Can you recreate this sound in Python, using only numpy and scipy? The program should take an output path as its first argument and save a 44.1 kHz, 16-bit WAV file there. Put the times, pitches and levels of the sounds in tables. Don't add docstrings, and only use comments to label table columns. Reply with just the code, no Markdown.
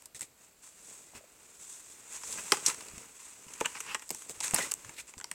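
import sys
import numpy as np
from scipy import signal
from scipy.fft import rfft, irfft
from scipy.io import wavfile

SR = 44100
rng = np.random.default_rng(int(sys.argv[2]) if len(sys.argv) > 2 else 0)


def bounce(signal):
    frames = np.transpose(np.atleast_2d(signal))
    limited = np.clip(frames, -1, 1)
    pcm = np.round(limited * 32767).astype(np.int16)
    wavfile.write(sys.argv[1], SR, pcm)


N = 235487
TIME = np.arange(N) / SR

# (pitch [Hz], width [Hz], level [dB])
PACK_MODES = [(147.4, 34, -2), (298, 154, 0), (440, 103, 4.5), (643, 480, -3.5)]
CARD_MODES = [(823.4, 36, 1), (961, 160, 4), (1390, 810, 0.5), (1950, 300, 4), (2672, 740, 0)]
FILM_MODES = [(3350, 170, -28), (5920, 1400, 16.5), (6100, 540, 20), (7850, 970, 18.5), (10200, 5500, -43),
              (11800, 1500, -11)]
# (time [s], hiss of creeping film [dB], rumble of the gripped pack [dB])
HAND_CREEP = [(0.0, -61.5, -76), (0.12, -71.5, -75), (0.56, -69, -77.5), (0.74, -60, -73.5),
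              (1.27, -63.5, -70), (1.55, -56.5, -71.5), (2.07, -55.5, -67), (2.46, -43.5, -59),
              (2.64, -47.5, -57), (2.9, -53, -61), (3.12, -58.5, -78.5), (3.48, -55, -65.5),
              (3.802, -49, -65.5), (4.069, -59.5, -79), (4.5, -52, -57.5), (4.78, -64, -66.5),
              (5.04, -65.5, -72), (5.34, -59, -69.5)]
# (time of top speed [s], rise [s], fall [s], film hiss [dB], card rasp [dB], pack rumble [dB])
SHEET_STROKES = [(0.166, 0.013, 0.02, -47, -64, -62), (0.225, 0.013, 0.025, -46.5, -60, -61.5),
                 (0.42, 0.046, 0.085, -60.5, -69, -74), (0.645, 0.02, 0.065, -52, -64, -73),
                 (0.91, 0.13, 0.18, -52.5, -65, -68.5), (1.163, 0.018, 0.03, -52.5, -52.5, -56.5),
                 (1.63, 0.04, 0.033, -50, -69, -80), (1.72, 0.056, 0.092, -48.5, -65, -73),
                 (1.92, 0.061, 0.032, -52, -68, -87), (2.164, 0.059, 0.021, -42, -52.5, -67),
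                 (2.31, 0.087, 0.088, -41.5, -55, -61), (2.393, 0.02, 0.0094, -57, -43.5, -48.5),
                 (2.535, .011, 0.021, -34.5, -39, -45.5), (2.684, 0.031, 0.035, -33.5, -38.5, -57),
                 (2.99, 0.07, 0.14, -55.5, -58.5, -62), (3.26, 0.12, 0.092, -51.5, -60.5, -72),
                 (3.67, 0.14, 0.082, -52, -53, -64.5), (3.754, 0.0039, 0.033, -63, -45, -65),
                 (3.925, 0.074, 0.026, -52, -44, -57.5), (4.18, 0.12, 0.079, -49.5, -63, -68.5),
                 (4.311, 0.022, 0.0093, -41.5, -58, -51), (4.36, 0.018, 0.014, -53, -58.5, -67),
                 (4.446, 0.025, 0.047, -34, -45, -74), (4.608, 0.087, 0.083, -38.5, -43.5, -51.5),
                 (4.89, 0.14, 0.085, -54, -59, -63), (5.001, 0.022, 0.019, -46, -61, -73),
                 (5.088, 0.016, 0.028, -51, -59.5, -73), (5.185, 0.0026, 0.0077, -46, -58, -63)]
# (frequency [Hz], level [dB])
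HISS_SPECTRUM = [(2500, -33), (3400, -9), (4500, -13.5), (5300, -10.5), (6500, -0.5), (7700, 1.5),
                 (8600, -2), (9500, -6.5), (11000, -14.5), (13000, -17.5), (16000, -28)]
SCRAPE_SPECTRUM = [(1800, -20), (2400, -6), (2850, -12), (3150, 8.5), (3900, -3), (5500, 0.5),
                   (7000, -10.5), (16000, -30)]
GRIP_SPECTRUM = [(15, -28), (30, 5), (70, -1), (120, -2), (250, -16), (600, -50)]
AIR_SPECTRUM = [(15, -33), (25, -0.5), (503, -2), (714, -2.5), (962, -7.5), (3340, -11), (4610, -8.5),
                (7920, -26), (10700, -12), (14800, -11.5), (16000, -16.5)]
SWAY_SPECTRUM = [(15, -31), (35, -7), (70, -4), (130, -7), (300, -19)]
# (time [s], card ring [dB], film crack [dB], length [s], top octave [dB], crease pitch [Hz])
CREASE_SNAPS = [(0.022, -63, -53, .002, 8, 5460), (0.0572, -60, -43.5, 0.0083, 8, 5300),
                (0.1472, -51.5, -44, 0.024, -1, 4050), (0.194, -57, -44, 0.011, 1, 7150),
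                (0.209, -50, -35, 0.0044, -1, 7800), (0.2166, -48.5, -35.5, 0.0034, -2, 7800),
                (2.235, -43.5, -43, 0.016, -18, 5530), (2.326, -50, -34, .012, -11, 7600),
                (2.376, -54, -41, .008, -13, 6600), (2.5702, -38.5, -37, 0.025, -17, 7240),
                (2.6628, -60, -17.5, 0.015, -14, 6350), (2.745, -50, -41.5, 0.0038, -11, 5900),
                (2.807, -47, -44.5, 0.016, -14, 6400), (2.884, -56, -46, 0.0048, -17, 4800),
                (2.98, -48.5, -42, 0.014, -2, 6960), (3.483, -52, -51, 0.014, -9, 6900),
                (3.536, -53.5, -41, 0.009, -12, 7200), (3.604, -42.5, -39.5, 0.011, 2, 7000),
                (3.648, -35, -52, .014, -14, 7000), (3.6572, -28, -29, 0.0068, -2, 7540),
                (3.8041, -40, -34, 0.0066, 6, 6900), (3.8095, -45.5, -46, 0.0042, 7, 7500),
                (3.9464, -28.5, -31, 0.015, -4, 7640), (3.995, -51, -47, 0.0092, 2, 7060),
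                (4.0216, -46, -46.5, 0.015, 3, 6500), (4.0918, -60, -40, 0.0036, 4, 7280),
                (4.1472, -49, -38, 0.0022, 4, 7440), (4.22, -50, -45, 0.0089, -2, 7100),
                (4.2956, -48, -38, 0.003, 4, 7760), (4.404, -46, -33.5, 0.0046, -15, 7500),
                (4.4079, -39.5, -34.5, .007, -19, 4160), (4.48, -42, -36, 0.0046, -2, 6000),
                (4.5098, -43.5, -33.5, 0.0029, 0, 8250), (4.5444, -43, -20.5, .0009, 17, 8950),
                (4.5478, -37, -25, 0.0044, 10.5, 4900), (4.5616, -32, -30, 0.013, -12, 5400),
                (4.7136, -50, -34, 0.0039, -3, 6000), (4.7178, -38.5, -27, 0.0063, 9, 7500),
                (4.7387, -50, -28.5, .0022, 2, 7740), (4.847, -47.5, -47, 0.0056, -12, 7000),
                (4.893, -45.5, -44, 0.01, -8, 7050), (5.138, -48.5, -52, 0.0064, -13, 6500),
                (5.1795, -54, -45, 0.0044, -18, 7700), (5.2, -48, -44.5, 0.0044, -15, 7700),
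                (5.212, -44.5, -43.5, 0.0039, -13, 7650), (5.2428, -43.5, -36, 0.0041, -12, 7500),
                (5.3141, -37, -33.5, 0.0071, 2, 8060)]
# (time [s], pack thump [dB], card ring [dB], film crack [dB],
# length [s], top octave [dB], crease pitch [Hz], rebound delay [s])
SHEET_SLAPS = [(2.5202, -27.5, -20, -19, 0.0067, -7, 5660, 0.0026),
               (2.6793, -41, -48, -26.5, 0.023, -16, 6800, 0.0045),
               (3.6096, -30, -31.5, -33.5, 0.0083, -1, 7000, 0.0017),
               (4.1047, -39.5, -41.5, -30.5, .004, 10, 7000, 0.0068),
               (4.5366, -32, -34, -34, .03, -12, 7500, 0.00356),
               (4.5843, -33.5, -30, -30, 0.021, -4, 6100, .004)]
# (start [s], end [s], level [dB])
SLEEVE_CRUMPLES = [(0.143, 0.191, -55.5), (0.201, 0.255, -52), (1.146, 1.177, -61), (2.664, 2.716, -47.5),
                   (4.416, 4.489, -44.5), (4.537, 4.684, -47.5), (4.933, 5.037, -55)]
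# (pitch [Hz], width [Hz], level [dB])
CRUMPLE_MODES = [(1880, 510, 4.7), (2570, 1000, 3.3), (3670, 320, 6.6),
                 (4230, 410, 5.1), (5260, 420, 5.6)]
# (time [s], level [dB])
HAND_BUMPS = [(0.147, -50), (0.2156, -45), (1.151, -43), (2.521, -39), (2.682, -39), (2.936, -43),
              (2.976, -39), (3.466, -45), (3.611, -48), (4.106, -46), (4.147, -47), (4.378, -46),
              (4.5358, -24.5), (4.89, -44), (5.171, -39)]
# (pitch [Hz], level [dB], time to fall 60 dB [s])
LOW_PACK_MODES = [(61.5, -22, 0.12), (127, -14.5, 0.14), (173, -16, .08), (242, -7.5, 0.032)]
# (time [s], length [s], pitch [Hz], level [dB])
FINGER_BLIPS = [(1.135, 0.0029, 800, -47), (1.207, 0.008, 600, -52), (1.238, 0.0087, 596, -51)]
# (time [s], length [s], first pitch [Hz], last pitch [Hz], width [Hz], level [dB])
GLIDING_RINGS = [(2.521, .026, 846, 812, 40, -32.5), (2.69, 0.017, 1200, 1430, 80, -41),
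                 (2.698, 0.026, 1157, 826, 40, -47), (2.718, 0.028, 536, 287, 30, -55),
                 (3.609, 0.013, 933, 977, 80, -33), (3.611, 0.016, 480, 440, 60, -37),
                 (3.652, 0.014, 2734, 2706, 200, -30), (3.862, 0.093, 2603, 2815, 247, -45),
                 (3.946, 0.01, 2847, 2655, 220, -35), (4.424, 0.044, 1496, 1900, 700, -48),
                 (4.597, 0.028, 2010, 1920, 60, -35), (4.622, 0.034, 1857, 2030, 60, -42.5),
                 (4.974, .04, 2248, 2488, 444, -45)]
# (time [s], length [s], level [dB])
GRIP_SHIFTS = [(2.89, 0.11, -60.5), (4.744, 0.071, -65), (4.827, 0.092, -58), (4.955, 0.13, -72)]
# (delay [s], level [dB])
NEAR_ECHOES = [(.0092, -24), (0.0126, -21.5)]


def from_db(db):
    return 10 ** (np.asarray(db) / 20)


def unit_rms(x):
    return x / np.sqrt(np.mean(x ** 2) + 1e-20)


def drift(rate_hz):
    return unit_rms(np.interp(TIME * rate_hz, np.arange(8000), rng.standard_normal(8000)))


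def arch(start, length):
    return np.abs(np.sin(np.pi * np.clip((TIME - start) / length, 0, 1)))


def colour(x, spectrum):
    hz, db = np.transpose(spectrum)
    bins = np.maximum(np.fft.rfftfreq(N, 1 / SR), 1)
    gain = from_db(np.interp(np.log(bins), np.log(hz), db))
    return unit_rms(irfft(rfft(x) * gain, N))


def resonate(x, modes):
    out = 0
    for k, (hz, width, db) in enumerate(modes):
        r = np.exp(-np.pi * width / SR)
        poles = [1, -2 * r * np.cos(2 * np.pi * hz / SR), r * r]
        out = out + (-1) ** k * from_db(db) * (1 - r * r) / 2 * signal.lfilter([1, 0, -1], poles, x)
    edges = [modes[0][0] * 0.804, min(modes[-1][0] * 1.274, .45 * SR)]
    return signal.sosfilt(signal.butter(3, edges, "band", fs=SR, output="sos"), out)


def friction(slips_per_s, spread_db, smooth_db):
    sizes = from_db(spread_db * np.minimum(rng.exponential(1, N), 4.5)) * rng.choice([-1, 1], N)
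    slips = sizes * (rng.random(N) < slips_per_s / SR)
    return unit_rms(slips) + from_db(smooth_db) * rng.standard_normal(N)


def rubbing_levels():
    t = np.arange(0, N, SR // 1000) / SR
    times, *columns = np.transpose(HAND_CREEP)
    film_db, pack_db = [np.interp(t, times, column) for column in columns]
    card_db = (pack_db + film_db) / 2 - 2
    power = from_db([pack_db, card_db, film_db]) ** 2
    for peak, rise, fall, hiss_db, rasp_db, rumble_db in SHEET_STROKES:
        from_peak = np.maximum((peak - t) / rise, (t - peak) / fall)
        speed = np.exp(-np.minimum(from_peak, 10) ** 2)
        power += np.outer(from_db([rumble_db, rasp_db, hiss_db]), speed) ** 2
    return [np.interp(TIME, t, 10 * np.log10(p)) for p in power]


def singing_film(pitch_hz=7880, width_hz=950, wander=.025):
    slips = friction(slips_per_s=900, spread_db=3.5, smooth_db=-6)
    narrow = signal.sosfilt(signal.butter(2, width_hz / 2, fs=SR, output="sos"), slips)
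    hz = pitch_hz * np.exp(wander * drift(rate_hz=14))
    return unit_rms(narrow * np.sin(2 * np.pi * np.cumsum(hz) / SR))


def stray_ticks(ticks_per_s=70):
    clicks = rng.standard_normal(N) * (rng.random(N) < ticks_per_s / SR) + 1e-18
    film = unit_rms(resonate(clicks, FILM_MODES))
    card = unit_rms(resonate(clicks, CARD_MODES))
    return unit_rms(film + from_db(-4) * card)


def sliding():
    pack_db, card_db, film_db = rubbing_levels()
    judder = drift(rate_hz=150)
    rub = friction(slips_per_s=300, spread_db=4, smooth_db=-2)
    sway = colour(rng.standard_normal(N), SWAY_SPECTRUM)
    rumble = unit_rms(resonate(rub, PACK_MODES)) + from_db(-2.5) * sway
    drag = friction(slips_per_s=830, spread_db=3, smooth_db=1.5)
    scrape = colour(drag, SCRAPE_SPECTRUM)
    glide = friction(slips_per_s=2500, spread_db=3.2, smooth_db=2)
    hiss = unit_rms(colour(glide, HISS_SPECTRUM) + from_db(-6) * singing_film())
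    rasp = unit_rms(resonate(drag, CARD_MODES)) + from_db(-5) * scrape + from_db(-13) * stray_ticks()
    return (from_db(pack_db + 0.41 * judder) * rumble
            + from_db(card_db + judder) * rasp
            + from_db(film_db + 1.1 * judder) * hiss)


def contacts(snap_thump_db=-15.5, rebound_db=-6.5):
    hits = [(time, card_db + snap_thump_db, card_db, *rest) for time, card_db, *rest in CREASE_SNAPS]
    for time, *levels, length, top_db, crease_hz, rebound_s in SHEET_SLAPS:
        shape = (length, top_db, crease_hz)
        hits.append((time, *levels, *shape))
        hits.append((time + rebound_s, *np.add(levels, rebound_db), *shape))
    return hits


def buckle_run(envelope, attack_db, buckles_per_s=3500):
    count = len(envelope)
    buckles = rng.standard_normal(count) * (rng.random(count) < buckles_per_s / SR)
    fizz = from_db(-10) * rng.standard_normal(count)
    run = envelope * (unit_rms(buckles) + fizz)
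    run[0] += from_db(attack_db) * np.sqrt(np.sum(run ** 2)) * rng.choice([-1, 1])
    return run


def top_shelf(x, top_db, split_hz=9300):
    low, high = [signal.butter(2, split_hz, kind, fs=SR, output="sos") for kind in ("low", "high")]
    body = signal.sosfilt(np.vstack([low, low]), x)
    top = signal.sosfilt(np.vstack([high, high]), x)
    return body + from_db(top_db) * top


def snap_layer(levels_db, modes, fall_db, attack_db, detune, tail_db, tail_t60, creased=False):
    out, t = np.zeros(N + SR), np.arange(SR // 8) / SR
    for (time, *_, length, top_db, crease_hz), level_db in zip(contacts(), levels_db):
        burst = from_db(-fall_db * t / max(length, .001))
        shiver = from_db(tail_db - 60 * t / tail_t60)
        buckles = buckle_run(burst + shiver, attack_db)
        bent = [(hz * np.exp(detune * rng.normal()), width, db + 2.5 * rng.normal())
                for hz, width, db in modes]
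        hit = resonate(buckles, bent)
        if creased:
            crease = resonate(buckles, [(crease_hz, 990, 12)])
            hit = top_shelf(hit - crease, top_db)
        hit /= np.sqrt(np.sum(hit ** 2) / (.005 * SR))
        start = round(time * SR)
        out[start:start + len(t)] += from_db(level_db) * hit
    return out[:N]


def snaps_and_slaps():
    _, pack_db, card_db, film_db, *_ = np.transpose(contacts())
    thump = snap_layer(pack_db, PACK_MODES, fall_db=20, attack_db=-4.5, detune=.076,
                       tail_db=-20, tail_t60=.17)
    ring = snap_layer(card_db, CARD_MODES, fall_db=20, attack_db=-2, detune=.03,
                      tail_db=-44, tail_t60=.06)
    crack = snap_layer(film_db, FILM_MODES, fall_db=26, attack_db=-5, detune=.03,
                       tail_db=-42, tail_t60=.06, creased=True)
    return thump + ring + crack


def crumples(clumps_per_s=200, clump_db=4.5):
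    squeeze = sum(from_db(db) * arch(start, end - start) for start, end, db in SLEEVE_CRUMPLES)
    crackles = friction(slips_per_s=3000, spread_db=3.8, smooth_db=-8)
    crackles *= from_db(clump_db * drift(clumps_per_s))
    film = unit_rms(top_shelf(resonate(crackles, FILM_MODES), top_db=8))
    card = unit_rms(resonate(crackles, CRUMPLE_MODES))
    return squeeze * (film + from_db(1.5) * card)


def hand_bumps(detune=.18):
    out, t = np.zeros(N + SR), np.arange(SR // 4) / SR
    for time, db in HAND_BUMPS:
        start = round(time * SR)
        for hz, mode_db, t60 in LOW_PACK_MODES:
            swing = np.sin(2 * np.pi * hz * np.exp(detune * rng.normal()) * t)
            out[start:start + len(t)] += from_db(db + mode_db - 60 * t / t60) * swing
    return out[:N]


def finger_blips():
    return sum(from_db(db) * arch(time, length) * np.sin(2 * np.pi * hz * (TIME - time))
               for time, length, hz, db in FINGER_BLIPS)


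def gliding_rings():
    out = np.zeros(N + SR)
    for time, length, first_hz, last_hz, width_hz, db in GLIDING_RINGS:
        along = np.linspace(0, 1, round(length * SR))
        hz = first_hz * (last_hz / first_hz) ** along
        jitter = rng.standard_normal(len(along)) * np.sqrt(2 * np.pi * width_hz / SR)
        tone = np.sqrt(2) * np.sin(np.cumsum(2 * np.pi * hz / SR + jitter))
        start = round(time * SR)
        out[start:start + len(along)] += from_db(db) * np.sin(np.pi * along) * tone
    return out[:N]


def grip_shifts():
    swell = sum(from_db(db) * arch(time, length) for time, length, db in GRIP_SHIFTS)
    return swell * colour(rng.standard_normal(N), GRIP_SPECTRUM)


def room(x, tail_db, t60, predelay_s=.008):
    t = np.arange(SR // 2) / SR
    tail = rng.standard_normal(len(t)) * from_db(-60 * t / t60) * (t > predelay_s)
    response = from_db(tail_db) * tail / np.sqrt(np.sum(tail ** 2))
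    for delay, db in NEAR_ECHOES:
        response[round(delay * SR)] += from_db(db)
    return signal.fftconvolve(x, response)[:N]


def scene():
    sheets = (sliding() + snaps_and_slaps() + crumples() + hand_bumps()
              + finger_blips() + gliding_rings() + grip_shifts())
    room_tone = from_db(-67) * colour(rng.standard_normal(N), AIR_SPECTRUM)
    return (sheets + room(sheets, tail_db=-18.5, t60=.32) + room_tone)[None]


def record(dry):
    cutoff_hz = 16200
    return signal.sosfilt(signal.ellip(10, .2, 80, cutoff_hz, fs=SR, output="sos"), dry)


dry = scene()
out = record(dry)
bounce(out)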